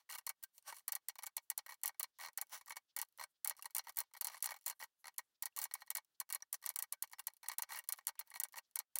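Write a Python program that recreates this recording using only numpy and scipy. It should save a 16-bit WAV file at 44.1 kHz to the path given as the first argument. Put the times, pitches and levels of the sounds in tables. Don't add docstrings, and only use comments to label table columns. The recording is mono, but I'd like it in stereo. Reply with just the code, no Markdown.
import sys
import numpy as np
from scipy import signal
from scipy.fft import rfft, irfft, next_fast_len
from scipy.io import wavfile
from scipy.ndimage import map_coordinates

SR = 44100
rng = np.random.default_rng(int(sys.argv[2]) if len(sys.argv) > 2 else 0)


def transcribe(u):
    v = np.clip(np.atleast_2d(u).T, -1, 1)
    q = np.round(v * 32767).astype(np.int16)
    wavfile.write(sys.argv[1], SR, q)


N = 396459

# frequency_hz, relative_density_db
HISS_SPECTRUM = [(18, -36), (30, -10), (160, -11), (1780, -9), (2390, -16), (2580, -11.5), (3280, -9),
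                 (4760, -10.5), (6370, -12.5), (17000, -14.5)]
# full_strength_s, hold_s, frame_db, steel_db
RING_AND_SCRAPES = [(0, 0.0019, -70, -74), (0.549, 0.025, -88, -72), (0.678, 0.022, -52, -51.5),
                    (0.759, 0.015, -73.5, -60.5), (1.43, 0.013, -110, -76), (2.529, 0.026, -50, -51),
                    (3.849, 0.015, -73.5, -75), (4.311, 0.048, -67, -69.5), (5, 0.0094, -110, -79),
                    (5.777, 0.022, -74, -75), (7.702, 0.088, -59, -69), (8.267, 0.05, -80.5, -81)]
# start_s, level_db
TICKS = [(0.0906, -63), (0.0985, -42), (0.1102, -41), (0.1237, -42), (0.1373, -44), (0.15, -39),
         (0.16, -57), (0.177, -52), (0.1841, -40.5), (0.428, -47), (0.4365, -38), (0.5801, -47.5),
         (0.6253, -65), (0.7444, -53), (0.7659, -53), (0.7847, -51), (0.794, -56), (1.1549, -53),
         (1.185, -45.5), (1.2237, -51), (1.2335, -39), (1.26, -45), (1.2658, -36), (1.6638, -49.5),
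         (1.6925, -52), (1.6985, -51), (1.71, -52), (1.721, -51.5), (1.7269, -62), (1.7425, -52),
         (1.815, -64), (1.8718, -53), (2.187, -50), (2.2086, -46), (2.2199, -47), (2.232, -51),
         (2.2446, -48), (2.2518, -57), (2.26, -48), (2.332, -60.5), (2.469, -64), (2.4957, -57),
         (2.5764, -52), (2.5815, -60), (2.5858, -66), (2.612, -54), (2.6159, -64), (2.6604, -51.5),
         (2.677, -52), (2.6962, -44), (2.7031, -51), (2.7188, -51), (2.7597, -51), (2.767, -39.5),
         (3.026, -47), (3.0493, -64), (3.0867, -67.5), (3.125, -71), (3.176, -55), (3.2005, -48.5),
         (3.2147, -52), (3.221, -55), (3.2289, -52), (3.238, -47), (3.567, -54), (3.5748, -59),
         (3.5868, -54), (3.6125, -61), (3.6241, -43.5), (3.6455, -55), (3.656, -39.5), (3.707, -54),
         (3.8117, -70), (3.84, -60), (3.8466, -62), (3.8837, -54), (3.8933, -42.5), (3.923, -62),
         (3.9466, -69), (3.96, -52.5), (4.0199, -65), (4.137, -48.5), (4.1674, -60), (4.1716, -47),
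         (4.186, -67), (4.2622, -56), (4.2994, -62), (4.3223, -60), (4.33, -58), (4.3477, -64),
         (4.3567, -52), (4.3764, -49), (4.3918, -66), (4.4048, -56.5), (4.4977, -49), (4.5078, -44.5),
         (4.5093, -59), (4.5247, -62), (4.5413, -54), (4.5656, -52), (4.5886, -63), (4.6117, -61.5),
         (4.6215, -64), (4.6302, -68), (4.6413, -60), (4.655, -62), (4.7106, -56), (4.7941, -55),
         (4.7987, -56), (4.8072, -47), (4.8144, -58), (4.836, -43), (4.855, -66), (5.07, -48),
         (5.1422, -65), (5.1627, -69), (5.5637, -41), (5.5722, -38), (5.61, -53), (5.6163, -35.5),
         (5.6265, -38.5), (5.6517, -45), (5.7202, -59), (5.7924, -68), (5.8062, -56), (5.8119, -55),
         (5.864, -63), (5.872, -58), (5.9231, -78), (6.0474, -65.5), (6.291, -51.5), (6.3014, -40),
         (6.4227, -53), (6.5425, -35), (6.6166, -66), (6.6274, -50), (6.6404, -50), (6.654, -45),
         (6.702, -46), (6.7397, -59), (6.8378, -57), (7.0432, -51), (7.0751, -58), (7.098, -61),
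         (7.1158, -54), (7.1252, -50.5), (7.1858, -54), (7.1935, -40), (7.24, -68), (7.3362, -58),
         (7.3677, -57.5), (7.4312, -50.5), (7.4436, -63), (7.463, -53), (7.517, -41), (7.5221, -66),
         (7.5353, -51), (7.6923, -54), (7.6985, -56), (7.713, -53), (7.719, -46), (7.7326, -41),
         (7.7455, -50), (7.7581, -44), (7.7727, -43), (7.7893, -41), (7.84, -53.5), (7.8747, -62),
         (7.9601, -58), (7.9726, -57), (7.9793, -55), (8.0513, -66), (8.079, -36), (8.0831, -51),
         (8.212, -61), (8.2734, -60), (8.3033, -50.5), (8.34, -50), (8.353, -47), (8.3593, -64),
         (8.3708, -48), (8.4493, -61), (8.486, -56.5), (8.5234, -55), (8.5313, -56), (8.5584, -52),
         (8.5685, -46), (8.576, -54), (8.581, -41), (8.7115, -66), (8.9697, -63)]
# start_s, level_db
KNOCKS = [(0.0919, -53), (0.1032, -48.5), (0.1141, -54), (0.1284, -46.5), (0.1403, -47.5), (0.1533, -48.5),
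          (0.178, -59), (0.187, -52), (0.4261, -68), (0.4409, -65), (0.5786, -71), (0.725, -47.5),
          (0.7678, -66), (0.8038, -71), (1.1561, -57), (1.1886, -44.5), (1.2249, -55), (1.2367, -46.5),
          (1.2708, -47.5), (1.6623, -50), (1.6816, -54.5), (1.6914, -49), (1.707, -51.5), (1.7214, -51),
          (1.7309, -55.5), (1.9446, -69), (2.1895, -54), (2.199, -46), (2.2115, -44.5), (2.223, -47.5),
          (2.2356, -44), (2.2484, -45.5), (2.2602, -49), (2.2718, -50), (2.2847, -47.5), (2.5922, -77),
          (2.6106, -56), (2.668, -61.5), (2.6805, -52), (2.7058, -41.5), (2.7214, -47), (2.7582, -55),
          (2.7681, -46), (3.1855, -51.5), (3.196, -44), (3.2112, -42.5), (3.2244, -47), (3.2374, -47.5),
          (3.535, -74), (3.55, -69), (3.579, -66), (3.5928, -59), (3.6242, -66), (3.6446, -55),
          (3.6579, -47.5), (3.7, -72), (3.8702, -45.5), (3.8825, -54), (3.8936, -49.5), (4.0317, -76),
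          (4.1127, -73), (4.139, -58), (4.1496, -53.5), (4.1661, -55.5), (4.2983, -50.5), (4.3057, -69),
          (4.317, -57), (4.3346, -58), (4.3438, -48.5), (4.3685, -52.5), (4.4899, -43.5), (4.5065, -44.5),
          (4.518, -42), (4.541, -50.5), (4.552, -65), (4.5622, -56.5), (4.801, -50), (4.8124, -45),
          (4.8247, -43.5), (4.8395, -47), (5.0425, -52), (5.0555, -47), (5.0692, -55), (5.0802, -45),
          (5.5637, -53.5), (5.5771, -46), (5.6163, -50), (5.63, -46), (5.7116, -49.5), (5.8192, -49),
          (5.8767, -63), (6.29, -62), (6.3046, -46.5), (6.4043, -66), (6.4253, -60), (6.6246, -63),
          (6.6394, -51), (7.113, -69), (7.1328, -46.5), (7.1844, -56.5), (7.1953, -47), (7.43, -53),
          (7.4411, -51.5), (7.4483, -71), (7.4597, -56), (7.5157, -44.5), (7.5286, -54), (7.6904, -57),
          (7.7055, -46.5), (7.721, -42), (7.7353, -56), (7.746, -46.5), (7.7625, -48.5), (7.7717, -52),
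          (7.7925, -61), (7.8394, -71), (7.9869, -49), (8.0899, -42.5), (8.154, -64), (8.2037, -66),
          (8.28, -75), (8.3141, -56), (8.3401, -50.5), (8.3579, -43.5), (8.3679, -58), (8.53, -73),
          (8.54, -50.5), (8.5578, -52), (8.5714, -46.5), (8.5852, -46.5)]
# pitch_hz, bandwidth_hz, gain_db
FRAME_MODES = [(590.7, 65, -12), (797.4, 92, -3), (934, 154, -0.5), (1149, 162, 1), (1213.7, 141, -1),
               (1534, 65, -5.5), (1897, 88, 0), (2240.5, 57, -0.5)]
# pitch_hz, bandwidth_hz, gain_db
LEVER_MODES = [(2858, 290, -2.5), (3410, 920, -8), (4211, 192, 1.5), (4510, 290, -1), (5784, 460, -0.5)]
# pitch_hz, bandwidth_hz, gain_db
PAWL_MODES = [(4214, 70, 0)]
# pitch_hz, bandwidth_hz, gain_db
STEEL_MODES = [(6110, 460, -7), (7280, 310, -2.5), (8375, 370, -2.5), (9320, 640, -5), (10400, 540, 2),
               (10860, 910, -0.5), (12400, 290, 1), (14200, 1800, -4), (15500, 2000, -1.5),
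               (16600, 500, -27)]
# start_s, pitch_hz, level_db, t60_s
PINGS = [(.1, 2850, -51, 0.045), (.124, 2870, -50, 0.044), (.15, 2850, -53, .04), (.185, 2780, -51, 0.031),
         (0.439, 1560, -52.5, 0.057), (3.593, 1150, -50.5, 0.026), (3.624, 2780, -50, 0.034),
         (5.525, 2750, -73.5, 0.029), (6.302, 2790, -54, 0.055), (6.423, 5800, -37, 0.02),
         (6.426, 1806, -51.5, 0.032), (6.97, 1550, -83, 0.22), (7.14, 5400, -80, 0.38),
         (7.193, 2800, -50, .04), (7.721, 2800, -53, .04), (7.773, 2800, -53, 0.031),
         (7.79, 2820, -48, .04), (8.585, 2760, -45, 0.027)]
# start_s, crack_db, lag_ms, escapement_db
STRIKES = [(0.2673, -21, 5.4, -46), (0.2927, -21.5, 6.3, -43.5), (0.8807, -18.5, 8.6, -45),
           (0.922, -19.5, 8, -43), (0.9529, -18.5, 9.3, -46.5), (1.0859, -18.5, 9.1, -47.5),
           (1.3682, -16, 10.1, -45.5), (1.5021, -13.5, 12, -48.5), (1.5787, -15.5, 10.3, -42.5),
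           (1.8354, -16.5, 11, -44), (1.8583, -16, 10, -51), (1.8785, -18, 13.3, -43),
           (1.9976, -18.5, 8.2, -45), (2.0307, -17.5, 9.5, -44.5), (2.3761, -18.5, 7.9, -41.5),
           (2.4139, -19.5, 7, -46), (2.9651, -20, 9.7, -47.5), (2.9889, -21, 8.2, -45),
           (3.016, -17.5, 9, -44.5), (3.4478, -15, 10, -44.5), (3.475, -14.5, 8, -48.5),
           (3.497, -16.5, 11.4, -41), (3.75, -16.5, 9.1, -47), (3.7658, -16, 9.2, -51.5),
           (3.783, -16.5, 9.6, -43), (3.9709, -19, 9.8, -45), (3.987, -18, 9.7, -47),
           (4.0036, -20, 8.2, -45.5), (4.2119, -16, 8.9, -45.5), (4.246, -19, 8.1, -46.5),
           (4.2707, -20, 11.6, -46), (4.426, -15.5, 10.4, -45.5), (4.4426, -19, 11.6, -46),
           (4.4591, -18, 12.7, -44), (4.6627, -19.5, 8, -43.5), (4.68, -21, 8.1, -49.5),
           (4.699, -23.5, 8.9, -48), (5.1824, -18, 8.3, -42.5), (5.425, -18, 7.9, -45),
           (5.457, -19.5, 8.2, -46), (5.589, -17.5, 9.2, -50), (5.641, -19, 12.6, -48),
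           (5.7396, -18, 11.7, -45), (5.9046, -16, 7.3, -47), (5.9518, -19, 7.2, -41),
           (5.97, -24, 11.6, -45.5), (6.2022, -18, 9.3, -45), (6.3257, -18, 9.5, -44.5),
           (6.3481, -21, 8.3, -47.5), (6.5293, -16, 11.3, -46.5), (6.6622, -17, 10.6, -46),
           (6.6918, -17, 8.4, -49.5), (6.7601, -17.5, 10.8, -53), (6.7897, -17.5, 11, -50.5),
           (6.8248, -17.5, 12.3, -50.5), (6.9248, -17, 8.6, -48), (7.025, -15.5, 11.7, -45),
           (7.2706, -16.5, 9.5, -45), (7.4857, -17, 10.6, -41.5), (7.5843, -15.5, 8.5, -43.5),
           (7.6226, -17.5, 10, -43.5), (7.8897, -16, 9.2, -47), (7.9243, -16, 10.4, -47),
           (8.0704, -13, 9.7, -45.5), (8.1929, -23.5, 17.2, -47.5), (8.4006, -15, 12.6, -48),
           (8.4365, -15.5, 13.4, -49), (8.758, -15, 9.6, -47.5), (8.7901, -16, 9.3, -44),
           (8.9572, -15.5, 10.8, -48.5), (8.9868, -15, 8, -45)]
# time_s, left_minus_right_db
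STRIKE_PAN = [(0.2, 4.5), (1, -3), (1.6, -2), (3, -1), (4.2, -1.5), (5.5, -1.5), (7.5, -0.5), (8.3, 2.5),
              (9, -3)]
# centre_s, length_s, centre_hz, level_db
RUSTLES = [(2.171, 0.065, 4370, -82.5), (2.903, 0.033, 4000, -77), (3.165, 0.041, 4550, -89),
           (3.308, 0.03, 9900, -83), (3.36, 0.033, 3700, -84.5), (4.055, 0.053, 3930, -84.5),
           (5.356, 0.02, 4100, -80), (8.185, 0.014, 2540, -69), (8.65, 0.037, 4500, -81),
           (4.764, 0.045, 11000, -83), (5.25, 0.036, 9050, -86), (6.153, 0.017, 4450, -80.5)]


def amp(db):
    return 10 ** (np.asarray(db) / 20)


def unit_rms(x):
    return x / np.sqrt(np.mean(x ** 2) + 1e-20)


def filtered(x, response):
    size = next_fast_len(N + SR // 4)
    return irfft(rfft(x, size) * response(np.fft.rfftfreq(size, 1 / SR)), size)[..., :N]


def band(x, lo_hz, hi_hz, order=3):
    return signal.sosfilt(signal.butter(order, [lo_hz, hi_hz], "bandpass", fs=SR, output="sos"), x)


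def impulses(start_s, gain):
    index = np.clip(np.round(start_s * SR).astype(int), 0, N - 1)
    return np.bincount(index, gain * np.ones(len(index)), N)


def blows(start_s, level_db, rise_s, t60_s):
    t = np.arange(SR // 10) / SR
    shape = (1 - np.exp(-t / rise_s)) * amp(-60 * t / t60_s)
    return np.abs(signal.oaconvolve(impulses(start_s, amp(level_db)), shape / shape.max())[:N])


def stereo_noise(correlation):
    angle = np.arccos(correlation) / 2
    mid, side = rng.standard_normal((2, N))
    return np.cos(angle) * mid + np.sin(angle) * np.array([side, -side])


def wander(step_samples):
    return map_coordinates(rng.standard_normal(N // step_samples + 4), [np.arange(N) / step_samples])


def resonate(modes, force, contact_s, scatter_db):
    share = amp(scatter_db * rng.standard_normal((len(contact_s) + 1, len(modes))))
    latest_contact = np.searchsorted(contact_s * SR, np.arange(N))
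    out, power = 0, 0
    for k, (pitch_hz, bandwidth_hz, gain_db) in enumerate(modes):
        radius = np.exp(-np.pi * bandwidth_hz / SR)
        poles = [1, -2 * radius * np.cos(2 * np.pi * pitch_hz / SR), radius * radius]
        motion = signal.lfilter([1 - radius, 0, radius - 1], poles, force * share[latest_contact, k])
        out = out + (-1) ** k * amp(gain_db) * motion
        power += (1 - radius) * amp(gain_db) ** 2
    return out / np.sqrt(power)


def room_hiss():
    level_db = -88.5 + 1.8 * wander(2000)
    point_hz, density_db = np.transpose(HISS_SPECTRUM)
    hiss = filtered(stereo_noise(0.084),
                    lambda hz: amp(np.interp(np.log(hz + 1), np.log(point_hz + 1), density_db)))
    return amp(level_db) * unit_rms(hiss)


def ring_and_scrape_forces(rise_db_per_s=906, fall_db_per_s=605.5, catch_db=0.83):
    t, force = np.arange(N) / SR, np.zeros((3, N))
    for full_s, hold_s, frame_db, steel_db in RING_AND_SCRAPES:
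        near = slice(max(0, round((full_s - .1) * SR)), round((full_s + hold_s + .15) * SR))
        age_s = t[near] - full_s
        loss_db = np.maximum(0, np.maximum(-rise_db_per_s * age_s, fall_db_per_s * (age_s - hold_s)))
        lever_db = (frame_db + steel_db) / 2 - 3.5
        force[:, near] += amp(np.array([[frame_db], [lever_db], [steel_db]]) - loss_db)
    return force * amp(catch_db * wander(100))


def mechanism():
    strike_s, *_ = np.transpose(STRIKES)
    (knock_s, frame_db, lever_db), (tick_s, tick_db) = small_contacts()
    on_frame, on_levers, on_steel = (ring_and_scrape_forces() + tick_forces(tick_s, tick_db)
                                     + knock_forces(knock_s, frame_db, lever_db) + bar_forces(strike_s))
    frame_kicks = impulses(knock_s, amp(frame_db + 20.5)) + impulses(strike_s, amp(-32))
    lever_kicks = impulses(knock_s, amp(lever_db + 11))
    pawl_kicks = impulses(knock_s, amp(frame_db + 7)) + impulses(strike_s, amp(-38.5))
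    contact_s = np.sort(np.r_[strike_s, knock_s]) - .001
    frame = resonate(FRAME_MODES, on_frame * stereo_noise(0.94) + frame_kicks, contact_s, 2.08)
    levers = resonate(LEVER_MODES, on_levers * stereo_noise(0.88) + lever_kicks, contact_s, 1.5)
    pawl = resonate(PAWL_MODES, pawl_kicks, contact_s, scatter_db=4.5)
    steel = resonate(STEEL_MODES, on_steel * stereo_noise(0.33), contact_s, scatter_db=3.5)
    ringing = band(frame, 480, 13000) + levers + pawl + steel
    return ringing + clatter(on_frame, on_levers, on_steel) + table_thud(on_frame)


def clatter(on_frame, on_levers, on_steel):
    low = band(on_frame * stereo_noise(0.96), 810, 2480)
    middle = band(on_levers * stereo_noise(0.34), 2500, 8800)
    high = band(on_steel * stereo_noise(0.57), 6500, 15000, order=5)
    return low + amp(-1.5) * middle + amp(-5) * high


def table_thud(on_frame):
    body = band(on_frame * stereo_noise(0.49), 110, 500)
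    bass = band(on_frame * stereo_noise(0.78), 31, 88, order=2)
    return amp(-15.5) * (body + bass)


def small_contacts():
    strike_s, _, lag_ms, escapement_db = np.transpose(STRIKES)
    knock_s, knock_db = np.transpose(KNOCKS)
    tick_s, tick_db = np.transpose(TICKS)
    blow_s = np.r_[strike_s + lag_ms / 1000, knock_s]
    frame_db = np.r_[escapement_db, knock_db]
    settle_s = blow_s + rng.uniform(0.0091, 0.024, len(blow_s))
    settle_scatter, lever_scatter = rng.standard_normal((len(blow_s), 2)).T
    settle_db = frame_db - 29.5 + 7.5 * settle_scatter
    lever_db = np.r_[escapement_db - 7.5, knock_db - 14.5] + 3 * lever_scatter
    knocks = np.r_[blow_s, settle_s], np.r_[frame_db, settle_db], np.r_[lever_db, settle_db - 14.5]
    ticks = np.r_[tick_s, knock_s, settle_s], np.r_[tick_db, knock_db - 3, settle_db]
    return knocks, ticks


def tick_forces(start_s, level_db):
    frame = blows(start_s, level_db - 20.5, rise_s=0.001, t60_s=0.02)
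    levers = blows(start_s, level_db - 13.5, rise_s=0.0001, t60_s=0.033)
    touch = blows(start_s, level_db + 2, rise_s=0.0001, t60_s=0.0039)
    jangle = blows(start_s, 1.417 * level_db + 7, rise_s=0.005, t60_s=0.027)
    return np.array([frame, levers, touch + jangle])


def knock_forces(start_s, frame_db, lever_db):
    frame = blows(start_s, frame_db - 4, rise_s=0.00067, t60_s=0.027)
    chatter = blows(start_s, frame_db - 31.5, rise_s=0.0096, t60_s=0.082)
    levers = blows(start_s, lever_db, rise_s=0.00016, t60_s=0.036)
    return np.array([frame + chatter, levers, np.zeros(N)])


def pings(rise_s=0.00021):
    out, t = np.zeros(N), np.arange(SR // 4) / SR
    for start_s, pitch_hz, level_db, t60_s in PINGS:
        envelope = amp(level_db - 60 * t / t60_s) * (1 - np.exp(-t / rise_s))
        out[round(start_s * SR):][:len(t)] += envelope * np.sin(2 * np.pi * pitch_hz * t)
    return out


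def bar_forces(strike_s, level_db=-36.5):
    brush = blows(strike_s - .003, level_db - 19.5, rise_s=0.00078, t60_s=0.023)
    shiver = blows(strike_s, level_db, rise_s=0.000079, t60_s=0.0094)
    jangle = blows(strike_s, level_db - 6.5, rise_s=0.0035, t60_s=0.035)
    frame = blows(strike_s, level_db - 11, rise_s=0.000057, t60_s=0.022)
    levers = blows(strike_s, level_db - 12, rise_s=0.00007, t60_s=0.033)
    return np.array([frame + amp(-18.5) * brush, levers + amp(-11) * brush, brush + shiver + jangle])


def cracks(rebound_s=0.0011, rebound_db=-11.5, pan_scatter_db=1.5):
    strike_s, crack_db, *_ = np.transpose(STRIKES)
    tick_s, tick_db = np.transpose(TICKS)
    pan_db = np.interp(strike_s, *np.transpose(STRIKE_PAN))
    pan_db += pan_scatter_db * rng.standard_normal(len(strike_s))
    impacts = np.array([impulses(strike_s, amp(crack_db + side * pan_db / 2)) for side in (1, -1)])
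    impacts += impulses(strike_s + rebound_s, amp(crack_db + rebound_db))
    impacts += impulses(tick_s, amp(tick_db + 5))
    t = np.arange(-40, 41) / SR
    phase_rad = np.array([[0.28], [-0.28]])
    bright = -np.exp(-(t / 0.000074) ** 2) * np.cos(2 * np.pi * 11700 * t + phase_rad)
    broad = amp(-15.5) * np.exp(-(t / 0.00006) ** 2) * np.sin(2 * np.pi * 6000 * t)
    return signal.oaconvolve(impacts, bright + broad, "same", axes=1)


def rustles():
    out, t = np.zeros((2, N)), np.arange(N) / SR
    for centre_s, length_s, centre_hz, level_db in RUSTLES:
        near = slice(round((centre_s - .1) * SR), round((centre_s + 0.081) * SR))
        swell = amp(level_db) * np.exp(-(2 * (t[near] - centre_s) / length_s) ** 2)
        noise = band(rng.standard_normal((2, len(swell))), centre_hz / 1.32, centre_hz * 1.36, order=2)
        out[:, near] += swell * unit_rms(noise)
    return out


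def scene():
    return mechanism() + pings() + cracks() + room_hiss() + rustles()


def record(dry, top_hz=17100, taper_hz=900):
    return filtered(dry, lambda hz: np.sin(np.pi / 2 * np.clip((top_hz - hz) / taper_hz, 0, 1)) ** 2)


dry = scene()
out = record(dry)
transcribe(out)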